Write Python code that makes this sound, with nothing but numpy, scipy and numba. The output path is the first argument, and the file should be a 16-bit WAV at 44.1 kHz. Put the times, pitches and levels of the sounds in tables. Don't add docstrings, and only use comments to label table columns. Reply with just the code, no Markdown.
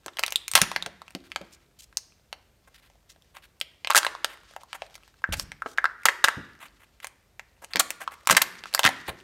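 import sys
import numpy as np
from scipy import signal
from scipy.fft import rfft, irfft
from scipy.io import wavfile
from scipy.ndimage import uniform_filter1d
from numba import njit

SR = 44100
rng = np.random.default_rng(int(sys.argv[2]) if len(sys.argv) > 2 else 0)


def generate_wav(signal):
    frames = np.transpose(np.atleast_2d(signal))
    scaled = np.clip(frames, -1, 1) * 32767
    pcm = np.round(scaled).astype(np.int16)
    wavfile.write(sys.argv[1], SR, pcm)


N = 407043

# start_s, level_db, pitch_hz, crack_db, knock_db (last two relative to level)
CREASES = [(0.062, -22, 1500, 2, -3.5), (0.082, -24.5, 1304, -16, 10.5), (0.1706, -16, 3250, -9, -1.5),
           (0.187, -13.5, 2220, -13.5, 4), (0.1932, -10.5, 1330, 4, 5.5), (.23, -21, 1160, 0, 0),
           (0.2363, -4, 2600, -11, 4.5), (0.2636, -15.5, 3700, 2, -10.5), (0.2804, -14, 3140, -4, 2.5),
           (0.306, -25, 6290, 3, -5.5), (.323, -10.5, 2920, 0.5, 1), (0.3582, 0.1, 3650, -1.5, -14.5),
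           (0.4807, -17, 2380, 5.5, -5.5), (0.5153, -13.5, 8480, 2, -7), (.536, -15.5, 2280, 4, 5),
           (0.5529, 10, 3190, 5.5, 2.5), (0.588, -8.5, 1030, -3.5, -11.5), (0.6163, 0.5, 1950, 6, 3),
           (0.7158, -10, 1043, -12, -1.5), (.762, -10, 2260, -8, 11), (0.8246, -9.5, 3700, -14, -7),
           (0.862, -12, 3180, -7, 5.5), (1.018, -23.5, 1200, -16, 1), (1.0804, -28, 2690, -10, -1),
           (1.1063, -36.5, 2420, 3, 5), (1.15, -20.5, 4000, -1.5, 8), (1.318, -16.5, 2330, -17.5, -0.5),
           (1.3607, -10, 3240, -19, 6.5), (1.414, -36.5, 2435, -3, 14), (1.927, -38.5, 1496, -12, 0.5),
           (1.9714, -7.5, 6350, 0, -10.5), (1.986, -35, 2000, -15.5, 0), (2.122, -40.5, 2510, -11, -5),
           (2.328, -18, 2348, -11.5, 7.5), (2.9, -40.5, 792, -6.5, -1), (2.955, -45, 705, -10, -4.5),
           (3.161, -39.5, 704, -17.5, 0), (3.222, -44, 3480, -1, -12), (3.3683, -31.5, 1420, -8, 11.5),
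           (3.6015, -33, 8010, 1, -2.5), (3.6128, -7.5, 3180, -6, -2), (3.847, -11.5, 2450, -26, 1.5),
           (3.8728, -8.5, 2530, -13, 0.5), (3.9008, -6, 1000, -17, -3.5), (3.9044, 2.5, 1120, -7.5, -4.5),
           (3.9126, -5, 1050, -20.5, 3.5), (3.923, -9.5, 1380, -30.5, -3), (3.9346, -20, 2498, 3.5, -4),
           (3.948, 5.5, 1390, -12, -7.5), (4.031, -12, 1400, -10.5, 5.5), (4.0482, -5.5, 1600, -8.5, -4),
           (4.066, -5, 1110, -17.5, 7), (4.1506, -14, 1130, -30.5, -5), (4.2453, -1.5, 1540, -8.5, 3),
           (4.5635, -16.5, 800, -13.5, -5), (4.634, -28.5, 1007, -6.5, -11.5),
           (4.73, -16.5, 1440, -11.5, 6.5), (4.8201, -13.5, 705, -26, -1.5), (4.954, -26.5, 2270, -2, 1.5),
           (5.241, -4, 1590, -40.5, -16.5), (5.324, -17.5, 2760, -5.5, 0), (5.397, -10.5, 5270, 0.5, 1),
           (5.5183, -20, 2100, -13.5, 3.5), (5.621, -11, 1400, -27.5, -14), (5.7763, -22.5, 1520, -6, 6.5),
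           (5.7838, 1, 1680, -35, -8.5), (5.8422, 2, 1400, -27, -9.5), (5.855, -2, 1560, -32.5, -5.5),
           (6.034, -28, 2210, -5.5, -5), (6.0554, 5.5, 1550, 0.5, 3), (6.0855, 4.5, 1865, -15, -11.5),
           (6.2416, 6, 1690, -11.5, 2.5), (6.2451, 6, 1500, -4.5, 1.5), (6.277, -6, 1830, -23.5, -6.5),
           (6.2843, 2.5, 1680, -15.5, -4), (6.2885, -6, 1196, -23, -6), (7.002, -35.5, 2204, -2.5, 7),
           (7.0451, -21, 2040, 1, 5), (7.07, -24.5, 3800, 5, 4), (7.3952, -19, 1945, -14.5, 1.5),
           (7.6455, -23.5, 8000, -2, 2), (7.7354, -11, 4360, -12.5, 0), (7.7581, -11.5, 2070, 2, 14.5),
           (7.7693, -7, 1800, -27.5, 4.5), (7.7974, -4.5, 8650, 8, -1.5), (7.805, -6, 1330, -3, 1),
           (7.9049, -16, 3550, 8, 8), (8.0767, -7, 1160, -38, -8), (8.2727, -3.5, 1170, 4.5, 5),
           (8.2904, -8.5, 1300, -7.5, 6), (8.2979, 5.5, 1200, -11, -4.5), (8.309, -1, 6600, -13, 3.5),
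           (8.3494, -10.5, 1930, -21, 6.5), (8.3676, -9.5, 1820, 11, 12), (8.37, 7.5, 1760, -4.5, -8),
           (8.4193, -8, 3400, 12.5, 3), (8.6378, -27.5, 2110, -9, 13.5), (8.657, -19, 1360, -19, -2.5),
           (8.729, -27, 2500, -3, 2), (8.7388, -10, 4280, 1.5, -0.5), (8.7482, -3.5, 4850, 4, 4),
           (8.778, -11, 1950, -19, -6), (8.793, 2, 1410, -4, 4), (8.8331, -7, 1950, -11.5, 4),
           (8.8418, -3.5, 5400, -20, 7), (8.8516, 1, 1770, -6.5, 3), (8.8761, 4.5, 1920, -26, -5),
           (8.89, -6.5, 840, -10, -2)]
# start_s, length_s, level_db, pitch_hz, crack_db (relative to level)
GLUE_TEARS = [(0.551, 0.029, -15.5, 2860, -8), (0.625, 0.016, -26.5, 1790, -12),
              (3.951, 0.036, -13, 1280, 1.5), (5.323, 0.02, -26, 2870, -3.5),
              (6.054, 0.014, -19.5, 2300, -13), (6.085, 0.011, -19.5, 1490, -33),
              (7.794, 0.016, -18, 1300, -0.5), (8.299, 0.03, -14, 1160, -1), (8.366, 0.016, -15, 1900, -10),
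              (8.416, 0.0071, -16.5, 1800, -17), (8.839, 0.034, -13, 1670, -13)]
# start_s, length_s, level_db, pitch_hz
SKIN_SLIDES = [(1.24, 0.044, -59.5, 2240), (1.524, 0.029, -53, 3970), (1.79, 0.022, -50, 4180),
               (1.821, 0.024, -51.5, 4500), (2.677, 0.0094, -54, 905), (2.744, 0.023, -54.5, 2560),
               (2.78, 0.02, -58, 2180), (2.817, 0.066, -61.5, 2170), (3.093, 0.036, -53.5, 3540),
               (3.343, 0.047, -50.5, 1460), (3.423, 0.037, -54.5, 2240), (4.281, 0.07, -49.5, 1600),
               (4.745, .018, -40.5, 1070), (4.943, 0.023, -51.5, 3100), (5.361, 0.075, -44, 5300),
               (5.65, 0.098, -55, 3730), (6.6, 0.073, -45, 1430), (6.794, 0.059, -58, 1325),
               (7.023, 0.035, -47, 1980), (7.62, 0.026, -46.5, 755), (7.705, 0.033, -53, 1480),
               (8.004, 0.039, -39, 1055), (8.112, 0.036, -46.5, 1120), (9.08, 0.022, -33, 1870)]
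# start_s, level_db, pitch_hz, t60_s
BUMPS = [(0.061, -31, 370, 0.035), (0.863, -33.5, 296, 0.083), (0.54, -38, 61, 0.22),
         (.616, -19.5, 96, 0.061), (5.66, -25, 630, 0.046), (1.15, -30.5, 320, 0.055),
         (1.41, -38.5, 270, 0.1), (5.29, -31.5, 51, 0.64), (6.37, -34.5, 130, 0.22),
         (7.75, -35.5, 324, 0.19), (8.302, -33, 150, 0.21), (8.32, -24.5, 290, 0.079),
         (8.85, -26.5, 107, 0.14), (9.086, -35, 67, 0.17), (9.083, -32.5, 430, 0.13)]
# time_s, level_db
FOIL_GRIP = [(0, -40), (1, -45), (1.45, -38.5), (1.7, -50.5), (2.6, -54.5), (3.7, -50), (4.45, -35),
             (5.15, -39.5), (5.7, -45.5), (6.5, -40.5), (6.95, -46.5), (7.3, -56.5), (7.7, -45.5),
             (8.65, -29), (9.23, -35)]
# centre_hz, t60_s, level_db
WALL_BANDS = [(249, 1, -6.5), (695, 0.34, -12.5), (1574, 0.72, -14.5), (3630, 0.55, -19),
              (7500, 0.4, -20.5), (13510, 0.37, -24.5)]
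# frequency_hz, relative_db
TONE_SPECTRUM = [(25, -8), (60, 3.5), (252, -11.5), (584, -13), (878, -18.5), (3320, -24),
                 (13600, -29.5), (15200, -33), (16500, -52)]


def snaps(start_s, size, pitch_hz, crack_db, knock_db, ring_cycles=4.9, damping=0.3):
    onset = (start_s * SR).astype(np.int64)
    t60_s = (0.0023 + ring_cycles / pitch_hz) * undb(-damping * knock_db)
    ring = rings(N, onset, size, pitch_hz, t60_s, rise=decay_factor(0.65 / pitch_hz))
    ring = signal.sosfilt(signal.butter(4, 430, "highpass", fs=SR, output="sos"), ring)
    knock = burst(onset, size * undb(knock_db), fast_s=0.00054, slow_s=0.0037, slow_db=-15.0)
    crack = burst(onset, size * undb(crack_db), fast_s=0.0004, slow_s=0.0024, slow_db=-15.5)
    return ring + band(knock, 630, 3550) + band(crack, 3600, 11500)


@njit
def rings(n, onset, size, pitch_hz, t60_s, rise):
    out = np.zeros(n)
    for k in range(len(onset)):
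        pole = np.exp(2j * np.pi * pitch_hz[k] / SR - np.log(1000) / (t60_s[k] * SR))
        phasor, lag = size[k] + 0j, 1.
        for i in range(onset[k], min(n, onset[k] + int(t60_s[k] * SR))):
            phasor *= pole
            lag *= rise[k]
            out[i] += phasor.imag * (1 - lag)
    return out


def burst(onset, size, fast_s, slow_s, slow_db, click_db=0.5):
    clicks = np.bincount(onset, size, N)
    fast = signal.lfilter([1], [1, -decay_factor(fast_s)], clicks)
    slow = undb(slow_db) * signal.lfilter([1], [1, -decay_factor(slow_s)], clicks)
    envelope = signal.lfilter([1 - decay_factor(0.00024)], [1, -decay_factor(0.00019)], fast + slow)
    return envelope * rng.standard_normal(N) + undb(click_db) * clicks


def creases():
    return [(start_s, undb(level_db), *timbre) for start_s, level_db, *timbre in CREASES]


def peel(spots_per_s=1700, scatter_db=5.5):
    rows = []
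    for start_s, length_s, level_db, pitch_hz, crack_db in GLUE_TEARS:
        count = int(length_s * spots_per_s) + 2
        when, strength, detune = rng.random((count, 3)).T
        size = undb(-scatter_db * np.log(1 - strength))
        spot_hz = pitch_hz * 2 ** (1.2 * detune - .6)
        rows += zip(start_s + length_s * when, undb(level_db) * unit(size), spot_hz, [crack_db] * count)
    return rows


def skin_slides(grain_db=3.5, grain_s=.004, hiss_db=-7):
    out = np.zeros(N)
    grain = int(grain_s * SR)
    for start_s, length_s, level_db, pitch_hz in SKIN_SLIDES:
        onset, n = int((start_s - .005) * SR), int((length_s + 0.0086) * SR)
        friction = rng.standard_normal(n) * undb(grain_db * random_steps(n, grain))
        sheet = unit(band(friction, pitch_hz / 1.8, pitch_hz * 2.05))
        hiss = undb(hiss_db) * unit(band(friction, 4000, 12000))
        out[onset:onset + n] += undb(level_db) * unit(sheet + hiss) * signal.windows.tukey(n, .5)
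    return out


def bumps(attack_s=0.00054, settle_samples=4000):
    out = np.zeros(N)
    for start_s, level_db, pitch_hz, t60_s in BUMPS:
        onset = int(start_s * SR)
        t = np.arange(min(int(t60_s * SR), N - onset)) / SR
        noise = unit(band(rng.standard_normal(len(t) + settle_samples), pitch_hz / 2, pitch_hz * 2))
        envelope = undb(level_db - 60 * t / t60_s) * np.clip(t / attack_s, 0, 1)
        out[onset:onset + len(t)] += envelope * noise[settle_samples:]
    return out


def foil_ticks(count=500, spread_db=18, crack_db=-7):
    when, softness, pitch = rng.random((count, 3)).T
    start_s = when * (N / SR - .01)
    size = undb(np.interp(start_s, *np.transpose(FOIL_GRIP)) - spread_db * softness)
    pitch_hz = 600 * 2 ** (3.2 * pitch)
    return list(zip(start_s, size, pitch_hz, [crack_db] * count))


def foil_rustle(offset_db=-30, patchy_db=6.5, patch_s=.02):
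    patch = int(patch_s * SR)
    patches = uniform_filter1d(random_steps(N, patch), patch)
    grip_db = np.interp(np.arange(N) / SR, *np.transpose(FOIL_GRIP))
    noise = unit(band(rng.standard_normal(N), 1000, 5700))
    return undb(grip_db + offset_db + patchy_db * patches) * noise


def room(direct, near_t60_s=0.056, near_db=-9):
    t = np.arange(int(.75 * SR)) / SR
    echo = unit(rng.standard_normal(len(t)) * undb(-60 * t / near_t60_s)) * undb(near_db) * (t > .002)
    build_up = np.clip(t / 0.011, 0, 1)
    for centre_hz, t60_s, level_db in WALL_BANDS:
        noise = band(rng.standard_normal(len(t)), centre_hz / 1.5, centre_hz * 1.57)
        echo += noise * unit(undb(-60 * t / t60_s)) * undb(level_db) * build_up
    return direct + signal.fftconvolve(direct, echo / np.sqrt(len(t)))[:N]


def room_tone(tone_db=-64.5, rumble_db=-72.0):
    bin_hz = np.maximum(np.fft.rfftfreq(N, 1 / SR), 1)
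    frequency_hz, relative_db = np.transpose(TONE_SPECTRUM)
    spectrum = undb(np.interp(np.log(bin_hz), np.log(frequency_hz), relative_db))
    tone = unit(irfft(rfft(rng.standard_normal(N)) * spectrum, N))
    rumble = unit(band(band(rng.standard_normal(N), 46, 51), 46, 51))
    return tone * undb(tone_db) + rumble * undb(rumble_db)


def undb(db):
    return 10 ** (np.asarray(db) / 20)


def unit(x):
    return x / np.sqrt(np.mean(x ** 2))


def band(x, lo_hz, hi_hz):
    edges_hz = [lo_hz, min(hi_hz, SR / 2.2)]
    return signal.sosfilt(signal.butter(2, edges_hz, "bandpass", fs=SR, output="sos"), x)


def decay_factor(time_constant_s):
    return np.exp(-1 / (time_constant_s * SR))


def random_steps(n, hold):
    return np.repeat(rng.standard_normal(n // hold + 1), hold)[:n]


def scene(small_knock_db=0.1):
    small_snaps = [(*row, small_knock_db) for row in peel() + foil_ticks()]
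    crackle = snaps(*np.transpose(creases() + small_snaps))
    handling = crackle + skin_slides() + bumps() + foil_rustle()
    return (room(handling) + room_tone())[None]


def record(dry, port_hz=10500, ceiling=.8, bass_cut_hz=36, top_hz=16300):
    port = dry - .5 * signal.lfilter(*signal.iirpeak(port_hz, 10., SR), dry)
    rounded = port / (1 + np.abs(port / ceiling) ** 4) ** .25
    thinned = signal.sosfilt(signal.butter(3, bass_cut_hz, "highpass", fs=SR, output="sos"), rounded)
    return signal.sosfilt(signal.ellip(12, .2, 120, top_hz, fs=SR, output="sos"), thinned)


dry = scene()
out = record(dry)
generate_wav(out)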